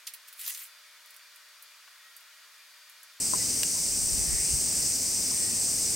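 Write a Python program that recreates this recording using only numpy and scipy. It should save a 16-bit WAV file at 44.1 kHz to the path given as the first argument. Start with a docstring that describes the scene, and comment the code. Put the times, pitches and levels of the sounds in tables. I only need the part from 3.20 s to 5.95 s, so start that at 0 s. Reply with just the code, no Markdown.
"""A shrill cicada chorus is heard at once: two near insects buckle their tymbals about 380 and 395 times a
second, and each click train excites a body resonance; crowds of scattered click trains blur behind. Beneath lie
a low murmur of shaped noise with a faint hum, wind on the microphone as low-frequency noise, and faint rustles
and squeaks as gliding narrow noise bands. The camera body knocks and creaks in the hand and is bumped twice
with brief low thumps: short contacts ring damped modes, and each slip of the creak adds a snap of noise."""
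import sys
import numpy as np
from scipy import signal
from scipy.fft import rfft, irfft
from scipy.io import wavfile
from scipy.ndimage import uniform_filter1d

SR = 44100
rng = np.random.default_rng(int(sys.argv[2]) if len(sys.argv) > 2 else 0)


def persist_wave(psi):
    """Save psi, clipped to +-1, as 16-bit WAV."""
    counts = np.round(np.clip(psi, -1, 1) * 32767).astype(np.int16)
    wavfile.write(sys.argv[1], SR, np.atleast_2d(counts).T)


N = 121275  # samples, 2.75 s


def undb(db):
    """Decibel law: amplitude ratio from dB."""
    return 10 ** (np.asarray(db) / 20)


def level(x, db):
    """Mean-square level: scale to an rms in dB, taken over all channels together."""
    return x * undb(db) / np.sqrt(np.mean(x ** 2))


def curve(points):
    """Linear interpolation through (t/s, value) points."""
    return np.interp(np.arange(N) / SR, *np.array(points).T)


def walk(rate):
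    """Smoothed random fluctuation: values held 1 / rate s and averaged twice; spread near 1."""
    hold = max(int(SR / rate), 2)
    steps = np.repeat(rng.standard_normal(N // hold + 1), hold)
    slewed = uniform_filter1d(uniform_filter1d(steps, hold), hold)
    return 1.3 * slewed[:N]


def colour(x, points):
    """Spectral shaping: a gain through (f/Hz, level/dB) points on a logarithmic frequency axis."""
    hz, db = np.array(points).T
    bins = np.fft.rfftfreq(N, 1 / SR) + 1  # + 1 keeps the logarithm finite
    gain = undb(np.interp(np.log(bins), np.log(hz), db))
    return irfft(rfft(x) * gain, N)


def resonate(x, hz, width):
    """Resonance: the same second-order peak applied twice."""
    b, a = signal.iirpeak(hz, hz / width, fs=SR)
    once = signal.lfilter(b, a, x)
    return signal.lfilter(b, a, once)


def pan(x, db):
    """Interaural level difference: left over right by db."""
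    return x * undb(np.array([[db], [-db]]) / 2)


def widen(mid, side, side_db):
    """Mid-side superposition: a shared part plus a part in opposition left and right."""
    return mid + undb(side_db) * side * np.array([[1], [-1]])


def strike(hits, modes, contact_s):
    """Modal synthesis: each hit builds up over the contact time and rings the same damped modes."""
    t, out = np.arange(N) / SR, np.zeros(N)
    for start, db in hits:
        age = np.maximum(t - start, 0)
        ring = np.zeros(N)
        for hz, mode_db, t60 in modes:
            decay = np.exp(-np.log(1000) * age / t60)
            ring += undb(mode_db) * np.sin(2 * np.pi * hz * age) * decay
        out += undb(db) * ring * (1 - np.exp(-age / contact_s))
    return out


def tymbals(rate, jitter_s, scatter_db, alternate):
    """Impulse train: a click per buckle, uneven in time and size; in and out strokes may alternate in sign."""
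    turns = np.cumsum(rate) / SR + rng.random()
    k = np.arange(1, int(turns[-1]))
    time_chance, size_chance = rng.standard_normal((N // 20, 2))[k].T
    at = np.interp(k, turns, np.arange(N)) + jitter_s * SR * time_chance
    at = np.clip(at, 0, N - 1)
    size = undb(scatter_db * size_chance)
    if alternate:
        size = size * (-1.) ** k
    # a windowed sinc places each click between samples
    near = at.astype(int)[:, None] + np.arange(-5, 7)
    offset = near - at[:, None]
    shape = np.sinc(offset) * np.sinc(offset / 6)
    return np.bincount((near % N).ravel(), (size[:, None] * shape).ravel(), N)


# outdoor murmur, relative spectral density: f/Hz, level/dB [dB per Hz]
MURMUR_SPECTRUM = [(20, -9), (60, 0), (120, 0.5), (240, 0), (400, -4.5), (700, -10), (1000, -15),
                   (1450, -18), (2150, -11), (2700, -11.5), (3300, -15.5), (4500, -10), (9000, -54)]
# opposed part of the murmur, before its gain in widen: f/Hz, level/dB
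MURMUR_OPPOSED = [(40, -7), (130, -9), (300, -5.5), (700, -1.5), (1500, 1), (3000, -2.5)]
MURMUR_DB, MURMUR_SWELL_DB = -42, .6  # rms before the swell, spread of the swell
HUM_HZ, HUM_DB = 264.2, -58


def murmur():
    """Partial coherence: low distant noise, most alike on both sides in the bass, with a faint wavering hum."""
    mid, side = rng.standard_normal((2, N))
    both = widen(mid, colour(side, MURMUR_OPPOSED), side_db=0.5)
    air = level(colour(both, MURMUR_SPECTRUM), MURMUR_DB) * undb(MURMUR_SWELL_DB * walk(7.5))
    hum_rate = HUM_HZ * (1 + 0.00763 * walk(9.94))
    hum = np.sin(2 * np.pi * np.cumsum(hum_rate) / SR) * undb(2.7 * walk(8.83))
    return air + level(hum, HUM_DB)


# course of the low buffeting, carrying also two brief low handling bumps near 0.93 s and 1.34 s: t/s, level/dB
WIND_COURSE = [(0, -79), (.55, -60), (.8, -42), (.89, -42), (.93, -31.5), (1.04, -41.5), (1.15, -35),
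               (1.25, -53), (1.3, -45), (1.34, -29.5), (1.39, -48), (1.7, -57), (2.75, -70)]
# relative spectral density of the wind: f/Hz, level/dB [dB per Hz]
WIND_SPECTRUM = [(15, -32), (35, -2), (65, 2.5), (110, -12), (180, -12), (400, -39), (1000, -55)]


def wind():
    """Turbulent pressure: light low-frequency buffeting, incoherent between the two ports; the same low noise
    also carries two brief low thumps where the camera is bumped in the hand."""
    buffeting = colour(rng.standard_normal((2, N)), WIND_SPECTRUM)
    return level(buffeting, 0) * undb(curve(WIND_COURSE))


# faint rustles and squeaks: start t/s, length t/s, start f/Hz, end f/Hz, width f/Hz,
# level/dB [rms before the swell and the pan]
RUSTLE_BANDS = [(0.193, 0.043, 2030, 2030, 130, -45), (.53, 0.063, 1020, 1026, 90, -53),
                (1.02, 0.3, 1948, 2204, 500, -49.5), (1.167, .2, 2180, 2850, 700, -48.5),
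                (2.08, 0.35, 1886, 1905, 110, -53.5)]


def rustles():
    """Quadrature modulation: narrow bands of friction noise that swell, glide and fade."""
    t, out = np.arange(N) / SR, 0
    for start, length, start_hz, end_hz, width, db in RUSTLE_BANDS:
        part = np.clip((t - start) / length, 0, 1)
        lowpass = signal.butter(2, width / 2, fs=SR, output="sos")
        grain = signal.sosfilt(lowpass, rng.standard_normal((2, 2, N)))
        phase = 2 * np.pi * np.cumsum(start_hz + (end_hz - start_hz) * part) / SR
        mid, side = grain[0] * np.cos(phase) + grain[1] * np.sin(phase)
        band = widen(mid, side, side_db=-3.5)
        out = out + level(band, db) * np.sin(np.pi * part)
    return pan(out, 4.9)


# knocks on the camera body: t/s, level/dB [strength before the modes]
CASE_KNOCKS = [(.1335, -29), (.1355, -14), (.1455, -21), (2.116, -29.5), (2.485, -41)]
# modes of the camera body: f/Hz, level/dB, t60/s
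CASE_RESONANCES = [(660, -17, 0.036), (860, -6, 0.015), (1027, -1, 0.033), (1240, -14, 0.012),
                   (1750, -27, .012)]
# slips of one small creak: t/s, level/dB [strength before the modes]
CREAK_SLIPS = [(0.4317, -30), (0.4327, -26), (0.433, -22.5), (0.4354, -35)]
# modes of the creaking plastic: f/Hz, level/dB, t60/s
PLASTIC_RESONANCES = [(1100, -16, .012), (1663, -8, 0.018), (2590, -2.5, 0.0077), (2795, -0.5, 0.013),
                      (3800, -6.5, 0.0073)]


def handling():
    """Modal excitation: knocks rock the ports in opposition; a plastic joint slips a few times."""
    knocks = strike(CASE_KNOCKS, CASE_RESONANCES, contact_s=0.00034)
    rocking = knocks * np.array([[1], [-undb(-7.0)]])
    creak = strike(CREAK_SLIPS, PLASTIC_RESONANCES, contact_s=0.00053)
    return rocking + pan(creak, -1.1)


# dry snap of each slip, relative spectral density: f/Hz, level/dB [dB per Hz]
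SNAP_SPECTRUM = [(600, -22), (2000, -13), (4500, 1), (7700, 1), (10500, -5), (12300, -6), (14200, 0),
                 (16000, -7)]
SNAP_DB, SNAP_S = 2, 0.0014  # noise level relative to the slip, decay time constant


def snaps():
    """Stick-slip release: a decaying millisecond burst of noise each time the joint lets go."""
    t, burst = np.arange(N) / SR, np.zeros(N)
    for start, db in CREAK_SLIPS:
        burst += undb(db) * (t > start) * np.exp(-np.abs(t - start) / SNAP_S)
    noise = widen(*rng.standard_normal((2, N)), side_db=-6)
    return level(colour(noise, SNAP_SPECTRUM), SNAP_DB) * burst


def crowd(spectrum, db, rate_hz, wander, jitter_s, scatter_s, side_db, count):
    """Multiple scattering: many click trains, each at its own rate and blurred by leaves and walls on its path."""
    t, both = np.arange(N // 32) / SR, 0
    for _ in range(count):
        rate = rate_hz * undb(rng.standard_normal()) * (1 + wander * walk(8))
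        clicks = tymbals(rate, jitter_s, scatter_db=3, alternate=False) * undb(1.7 * walk(7.16))
        paths = rng.standard_normal((2, len(t))) * np.exp(-t / scatter_s)
        both = both + signal.fftconvolve(clicks[None], paths, axes=1)[:, :N]
    return level(colour(widen(*both, side_db), spectrum), db)


# the shrill crowd, relative spectral density: f/Hz, level/dB [dB per Hz]
SHRILL_SPECTRUM = [(6500, -30.5), (7250, -8.5), (7700, -2.5), (8100, -0.5), (8600, -1), (9000, -6),
                   (9350, -6), (9750, -22), (11000, -43)]
# the lower, sizzling crowd: f/Hz, level/dB [dB per Hz]
SIZZLE_SPECTRUM = [(3300, -36.5), (3950, -22), (4350, -10), (4900, -4), (5750, 0.5), (6700, -3),
                   (7400, -1.5), (9000, -21.5), (10000, -23.5)]
# thin top hiss of the chorus: f/Hz, level/dB [dB per Hz]
HISS_SPECTRUM = [(6000, -26), (8500, 6.5), (9800, 2.5), (11000, 1.5), (13500, 0.5), (15800, -1)]
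SHRILL_DB, SIZZLE_DB, HISS_DB = -31.5, -32, -36.5  # rms before shimmer and pan


def chorus():
    """Superposition: a shrill crowd, a sizzling crowd and top hiss; the shrill and the hiss shimmer slightly."""
    shrill = crowd(SHRILL_SPECTRUM, SHRILL_DB, rate_hz=330, wander=.0015, jitter_s=.000014,
                   scatter_s=0.0038, side_db=-32, count=14)
    sizzle = crowd(SIZZLE_SPECTRUM, SIZZLE_DB, rate_hz=210, wander=.01, jitter_s=0.0002003,
                   scatter_s=0.0041, side_db=-11, count=12)
    noise = widen(*rng.standard_normal((2, N)), side_db=-1.5)
    hiss = level(colour(noise, HISS_SPECTRUM), HISS_DB) * undb(0.35 * walk(12))
    return pan(shrill * undb(0.57 * walk(25.06)), 0.93) + sizzle + pan(hiss, 1.0)


# click rates of the two near insects, before a slight wander: t/s, f/Hz [clicks per s]
BUZZER_CLICKS = [(0, 381.2), (.5, 378.6), (1.3, 379.9), (1.8, 379.1), (2.75, 378.7)]
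WHINER_CLICKS = [(0, 395.8), (.45, 393.8), (1.1, 395.8), (1.9, 395.1), (2.75, 395.1)]
RATE_WANDER, CLICK_JITTER_S = .001, .00001  # fraction of the rate, s
# resonances of the hollow abdomens: centre Hz, width Hz of each peak pass, rms dB before the pan
BUZZER_HZ, BUZZER_WIDTH_HZ, BUZZER_DB = 8600, 800, -38
WHINER_HZ, WHINER_WIDTH_HZ, WHINER_DB = 8850, 340, -41
WHINER_LOW_HZ, WHINER_LOW_WIDTH_HZ, WHINER_LOW_DB = 7550, 1000, -44
BUZZER_PAN_DB, WHINER_PAN_DB = 2.5, 4.5  # left over right


def near_cicadas():
    """Forced resonance: steady clicks ring each hollow abdomen, whose main resonance swells and fades a little."""
    buzz_rate = curve(BUZZER_CLICKS) * (1 + RATE_WANDER * walk(14))
    whine_rate = curve(WHINER_CLICKS) * (1 + RATE_WANDER * walk(14))
    buzz = tymbals(buzz_rate, CLICK_JITTER_S, scatter_db=0.5, alternate=False)
    whine = tymbals(whine_rate, CLICK_JITTER_S, scatter_db=0.5, alternate=True)
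    buzzer = resonate(buzz, BUZZER_HZ, BUZZER_WIDTH_HZ) * undb(2.6 * walk(5.04))
    whiner = resonate(whine, WHINER_HZ, WHINER_WIDTH_HZ) * undb(2.2 * walk(6))
    whiner_low = resonate(whine, WHINER_LOW_HZ, WHINER_LOW_WIDTH_HZ)  # steady and central
    left_leaning = pan(level(buzzer, BUZZER_DB), BUZZER_PAN_DB) + pan(level(whiner, WHINER_DB), WHINER_PAN_DB)
    return left_leaning + level(whiner_low, WHINER_LOW_DB)


def scene():
    """Linear superposition of all sources, from the background to the near insects."""
    background = murmur() + wind() + rustles()
    camera = handling() + snaps()
    return background + camera + chorus() + near_cicadas()


def record(dry):
    """Low-pass filtering: the recorder cuts the top steeply above 15.8 kHz."""
    lowpass = signal.ellip(12, .1, 80, 15800, fs=SR, output="sos")
    return signal.sosfilt(lowpass, dry)


dry = scene()
out = record(dry)
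persist_wave(out)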